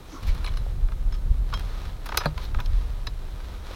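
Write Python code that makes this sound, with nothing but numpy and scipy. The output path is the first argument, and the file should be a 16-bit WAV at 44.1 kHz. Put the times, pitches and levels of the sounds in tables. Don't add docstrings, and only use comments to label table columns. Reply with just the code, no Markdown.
import sys
import numpy as np
from scipy import signal
from scipy.fft import rfft, irfft
from scipy.io import wavfile
from scipy.ndimage import uniform_filter1d

SR = 44100
rng = np.random.default_rng(int(sys.argv[2]) if len(sys.argv) > 2 else 0)


def wav_record(signal):
    frames = np.transpose(np.atleast_2d(signal))
    bounded = np.clip(frames, -1, 1)
    quanta = np.round(bounded * 32767).astype(np.int16)
    wavfile.write(sys.argv[1], SR, quanta)


N = 165375
T = np.arange(N) / SR


def from_db(db):
    return 10 ** (np.asarray(db) / 20)


def at_hz(spectrum, hz):
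    points_hz, db = np.transpose(spectrum)
    return np.interp(np.log(hz), np.log(points_hz), db)


def envelope(curve):
    return from_db(np.interp(T, *np.transpose(curve)))


def unit_power(x):
    return x / np.sqrt(np.mean(x ** 2) + 1e-20)


def unit_burst(rows):
    return rows / np.sqrt(np.sum(rows ** 2, axis=1, keepdims=True) / (SR / 100))


def band(x, low_hz, high_hz):
    return signal.sosfilt(signal.butter(2, [low_hz, high_hz], "band", fs=SR, output="sos"), x)


def coloured(noise, spectrum):
    hz = np.fft.rfftfreq(N, 1 / SR) + 1e-9
    roll_off = np.minimum(hz / spectrum[0][0], 1) ** 2
    return unit_power(irfft(rfft(noise) * from_db(at_hz(spectrum, hz)) * roll_off, N))


def add(out, start_s, sound):
    i = max(int(start_s * SR), 0)
    out[i:i + len(sound)] += sound[:max(N - i, 0)]


def partials(t, low_hz, high_hz, contacts, spacing_hz=250):
    width_hz = high_hz - low_hz
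    draws = rng.random((int(np.ceil(width_hz / spacing_hz)), 2, contacts, 1))
    return sum(np.sin(2 * np.pi * ((low_hz + width_hz * place) * t + phase)) for place, phase in draws)


# start_s, length_s, body_db, bite_db, crack_db
WIRE_SLIPS = [(0.227, .012, -47, -45, -53), (0.267, 0.044, -55, -37.5, -48),
              (0.347, 0.0068, -45.5, -52, -53.5), (0.4432, 0.0039, -40, -40, -53),
              (0.462, 0.0019, -47, -33.5, -63), (0.474, 0.013, -42.5, -45, -55),
              (0.537, 0.0044, -47, -49, -64), (0.57, 0.0041, -44, -40, -55),
              (.885, 0.0022, -45.5, -55, -76), (0.919, .003, -44, -52, -65),
              (1.122, 0.0047, -47, -50.5, -63), (1.14, 0.015, -49, -45, -60),
              (1.5247, 0.0053, -38.5, -40, -80), (1.537, 0.006, -34.5, -32.5, -49),
              (1.594, 0.0037, -46, -46, -49), (2.058, 0.012, -37.5, -41, -43.5),
              (2.089, 0.0019, -34, -41, -51), (2.12, 0.0053, -30, -41.5, -62),
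              (2.144, 0.003, -30.5, -45, -58), (2.1724, 0.0029, -22.5, -20, -23),
              (2.203, 0.018, -29, -37.5, -60), (2.235, 0.019, -33, -41, -58),
              (2.256, 0.0019, -26, -38, -45), (2.26, 0.0025, -30, -59, -62), (2.377, 0.0025, -41, -40, -54),
              (2.414, 0.03, -57, -38, -67), (2.45, 0.0056, -67, -39, -66), (2.545, 0.0021, -36, -43.5, -64),
              (2.587, 0.0075, -36, -50, -70), (2.6, 0.005, -35.5, -36, -59), (2.659, 0.0018, -55, -39, -57),
              (3.0678, 0.0066, -36.5, -35, -51), (3.4, 0.0083, -46, -50, -68)]
# frequency_hz, gain_db
SLIP_SPECTRUM = [(250, -31), (400, -18), (600, -15.5), (850, -10.5), (1250, -6.5), (1600, -7),
                 (2000, -12.5), (2600, -8), (3400, -11.5), (4500, -6.5), (5800, -8.5), (7500, -16.5),
                 (10000, -8), (15000, -8)]
BODY_HZ, BITE_HZ, CRACK_HZ = 1450, 3900, 9600


def wire_slips(rise_s=.0001, clink_decay_s=.008, clink_db=-9, spread_db=2.5):
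    starts_s, lengths_s, *zones_db = np.transpose(WIRE_SLIPS)
    log_zones = np.log([BODY_HZ, BITE_HZ, CRACK_HZ])
    edges_hz = np.geomspace(14, 17500, 32)
    edges_hz = edges_hz[edges_hz > 220]
    t, bursts = T[:SR // 10], 0
    for low, high in zip(edges_hz, edges_hz[1:]):
        hz = np.sqrt(low * high)
        slowness = np.sqrt(1000 / hz)
        lag_s, stretch = .00039 * slowness, 2.14 * slowness
        grind_decay_s = .0016 * stretch
        age = np.maximum(t - lag_s, 0)
        since_end = np.maximum(age - lengths_s[:, None] * min(1, stretch), 0)
        rise = 1 - np.exp(-age / rise_s)
        noise = rng.standard_normal(since_end.shape)
        grind = band(noise * rise * np.exp(-since_end / grind_decay_s), low, high)
        clink = rise * partials(age, low, high, len(starts_s)) * np.exp(-since_end / clink_decay_s)
        clink_gain = from_db(clink_db + spread_db * rng.standard_normal((len(starts_s), 1)))
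        band_db = np.array([np.interp(np.log(hz), log_zones, row) for row in np.transpose(zones_db)])
        band_gain = from_db(band_db + at_hz(SLIP_SPECTRUM, hz))[:, None]
        bursts = bursts + band_gain * (unit_burst(grind) + clink_gain * unit_burst(clink))
    out = np.zeros(N)
    for start_s, burst in zip(starts_s, bursts):
        add(out, start_s, burst)
    return out


# pitch_hz, bandwidth_hz, gain_db
TAUT_RESONANCES = [(979, 19, -5.5), (1248, 21, -1), (1612, 24, -13), (2435, 39, -7.5)]


def taut_wire(drive):
    return drive + sum(from_db(db) * signal.lfilter(*signal.iirpeak(hz, hz / width, fs=SR), drive)
                       for hz, width, db in TAUT_RESONANCES)


def ringing(modes, favoured_hz, loss_db_per_octave, sustain):
    t, out = T[:SR // 2], 0
    for hz, db, t60_s in modes:
        loss_db = loss_db_per_octave * abs(np.log2(hz / favoured_hz))
        decay = np.exp(-np.log(1000) * t / (t60_s * sustain))
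        out = out + rng.choice([-1, 1]) * from_db(db - loss_db) * np.sin(2 * np.pi * hz * t) * decay
    return out


# pitch_hz, level_db,
# free_t60_s
BAR_MODES = [(1290, -9, .09), (1445, -13, .09), (2287, -8, .06), (3926, -4, .12), (4212, -6.5, .08),
             (4710, -9, .07), (5085, -1, .125), (6025, -3.5, .1), (9030, -17, .09), (12000, -10, .1)]
WIRE_END_MODES = [(1040, -3, .07), (1529, -11, .18), (3225, 0, .24), (3935, -6, .2), (5254, -2, .18),
                  (6463, -13, .19), (10930, -14, .11), (13280, -21, .15)]
TENSION_STRAND_MODES = [(1020, 0, .17), (2264, -4, .13), (3018, -7, .15), (3913, -2, .14), (4180, -2, .11),
                        (8230, -18, .09), (9889, -15, .12), (10945, -11, .12)]
POST_MODES = [(150.3, -3, 0.237), (227, -7.5, 0.06), (310, -13.5, 0.12), (480, -9, 0.06), (568, -7, 0.083),
              (690, -5, 0.045), (765, -10, 0.06), (908, -14, 0.1), (1215, -19, 0.07), (1630, -6, 0.035),
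              (3930, -19, 0.08), (4212, -9.5, 0.045), (4712, -20, 0.09)]
# start_s, level_db, favoured_hz, loss_db_per_octave, sustain_ratio
BAR_BLOWS = [(.571, -39, 3800, 25, 0.95), (2.1732, -25.5, 5500, 3.5, 1), (2.603, -39, 2400, 10, 0.76),
             (3.071, -23.5, 3830, 27, 0.44)]
WIRE_END_BLOWS = [(1.125, -41, 5560, 16, 0.77), (1.539, -33.5, 3300, 4.3, 0.77),
                  (2.091, -47, 5600, 8, 0.76), (2.174, -34, 8000, 8, .65)]
TENSION_STRAND_BLOWS = [(.445, -35.5, 9500, 1.9, 0.82), (0.474, -35, 2090, 4.7, 0.69), (.572, -41.5, 11000, 6, .8),
                        (2.378, -34.5, 1000, 6.2, 0.62)]
POST_BLOWS = [(.665, -29.5, 650, 22, 0.5), (2.175, -14, 560, 16, 0.26), (2.258, -16, 150, 0, 0.93)]


def blows():
    out = np.zeros(N)
    for modes, hits in ((BAR_MODES, BAR_BLOWS), (WIRE_END_MODES, WIRE_END_BLOWS),
                        (TENSION_STRAND_MODES, TENSION_STRAND_BLOWS), (POST_MODES, POST_BLOWS)):
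        for start_s, db, favoured_hz, loss_db_per_octave, sustain in hits:
            add(out, start_s, from_db(db) * ringing(modes, favoured_hz, loss_db_per_octave, sustain))
    return out


# a faint high chirp, dull bumps, a squeak and the bright edges of wire clicks
# peak_s, centre_hz, level_db, half_width_s
BRIEF_SOUNDS = [(0.14, 5760, -53.5, 0.033), (.148, 296, -40, 0.018), (0.178, 1165, -46, 0.027),
                (0.291, 2080, -44.5, 0.011), (0.475, 2230, -40.5, 0.0033), (1.536, 1180, -30.5, 0.0061),
                (0.493, 3580, -43.5, .003), (2.44, 14000, -60, .018), (2.605, 14000, -52, .004),
                (3.711, 457, -38, 0.0029)]


def brief_sounds():
    out = np.zeros(N)
    for peak_s, hz, db, half_width_s in BRIEF_SOUNDS:
        swell = np.exp(-.5 * ((T - peak_s) / half_width_s) ** 2)
        burst = band(rng.standard_normal(N), hz / 1.12, hz * 1.12) * swell
        out += from_db(db) * burst * np.sqrt(np.sum(swell ** 2) / np.sum(burst ** 2))
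    return out


# time_s, level_db
RUB_LEVELS = [(0, -54), (.14, -49), (.2, -50.5), (.29, -43.5), (.33, -47), (.42, -47), (.55, -50),
              (.8, -55), (1.05, -55), (1.42, -55.5), (1.56, -47), (1.7, -46.5), (1.86, -46), (1.98, -54),
              (2.2, -42), (2.34, -53.5), (2.43, -43.5), (2.52, -52.5), (2.68, -51), (2.76, -48.5),
              (3.12, -54), (3.42, -51), (3.53, -48), (3.62, -52), (3.67, -45), (3.75, -43.5)]
# frequency_hz, gain_db
CLOTH_SPECTRUM = [(200, 4), (500, 2), (800, 2), (1250, 2.5), (1900, -2.5), (2700, -5), (4000, -2),
                  (4700, -8.5), (5600, -9.5), (7500, -20), (11000, -21), (16000, -27)]


def rustle(grains_per_s=450, grain_share=.22):
    grains = unit_power((rng.random(N) < grains_per_s / SR) * rng.laplace(size=N))
    friction = np.sqrt(grain_share) * grains + np.sqrt(1 - grain_share) * rng.standard_normal(N)
    return envelope(RUB_LEVELS) * coloured(friction, CLOTH_SPECTRUM)


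# frequency_hz, gain_db
EDDY_SPECTRUM = [(15, -16), (24, -3), (35, 0.5), (50, -5.5), (70, -12), (100, -17.5), (150, -26),
                 (250, -38), (500, -56), (4000, -105)]
# time_s, level_db
BREEZE_LEVELS = [(0, -46), (.205, -39.5), (.235, -26.5), (1.55, -26), (2.03, -33), (2.45, -29.5),
                 (2.85, -27), (3.75, -36)]
# peak_s, level_db, half_width_s
WIND_BUFFETS = [(0.3, -17.5, 0.023), (0.507, -21.5, 0.018), (.59, -22.5, 0.031), (0.845, -19, 0.033),
                (1.09, -20, 0.037), (1.305, -16.5, 0.032), (1.414, -20, 0.021), (2.569, -18.5, 0.025),
                (2.737, -18, 0.055)]


def wind(levelling_s=.076, rumble_cutoff_hz=67.4):
    eddies = coloured(rng.standard_normal(N), EDDY_SPECTRUM)
    local_power = uniform_filter1d(eddies ** 2, int(levelling_s * SR))
    even_eddies = eddies / np.sqrt(uniform_filter1d(local_power, SR // 50) + 1e-6)
    low_pass = signal.butter(1, rumble_cutoff_hz, fs=SR, output="sos")
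    rumble = unit_power(signal.sosfiltfilt(low_pass, even_eddies))
    breeze = envelope(BREEZE_LEVELS)
    buffet_power = sum(from_db(db) ** 2 * np.exp(-((T - peak_s) / half_width_s) ** 2)
                       for peak_s, db, half_width_s in WIND_BUFFETS)
    excess = np.sqrt(breeze ** 2 + buffet_power) - breeze
    return breeze * even_eddies + excess * rumble


# frequency_hz, gain_db
AIR_SPECTRUM = [(60, 7), (150, 2.5), (300, 0), (500, -1.5), (1200, -11), (2200, -20.5), (4000, -30),
                (6000, -25), (8000, -24), (16000, -26.5)]


def distant_air(level_db=-49.5):
    return from_db(level_db) * coloured(rng.standard_normal(N), AIR_SPECTRUM)


def scene():
    return (taut_wire(wire_slips() + rustle()) + blows() + brief_sounds() + wind() + distant_air())[None]


def record(dry):
    cutoff_hz = 15900
    return signal.sosfilt(signal.ellip(10, .1, 80, cutoff_hz, fs=SR, output="sos"), dry)


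dry = scene()
out = record(dry)
wav_record(out)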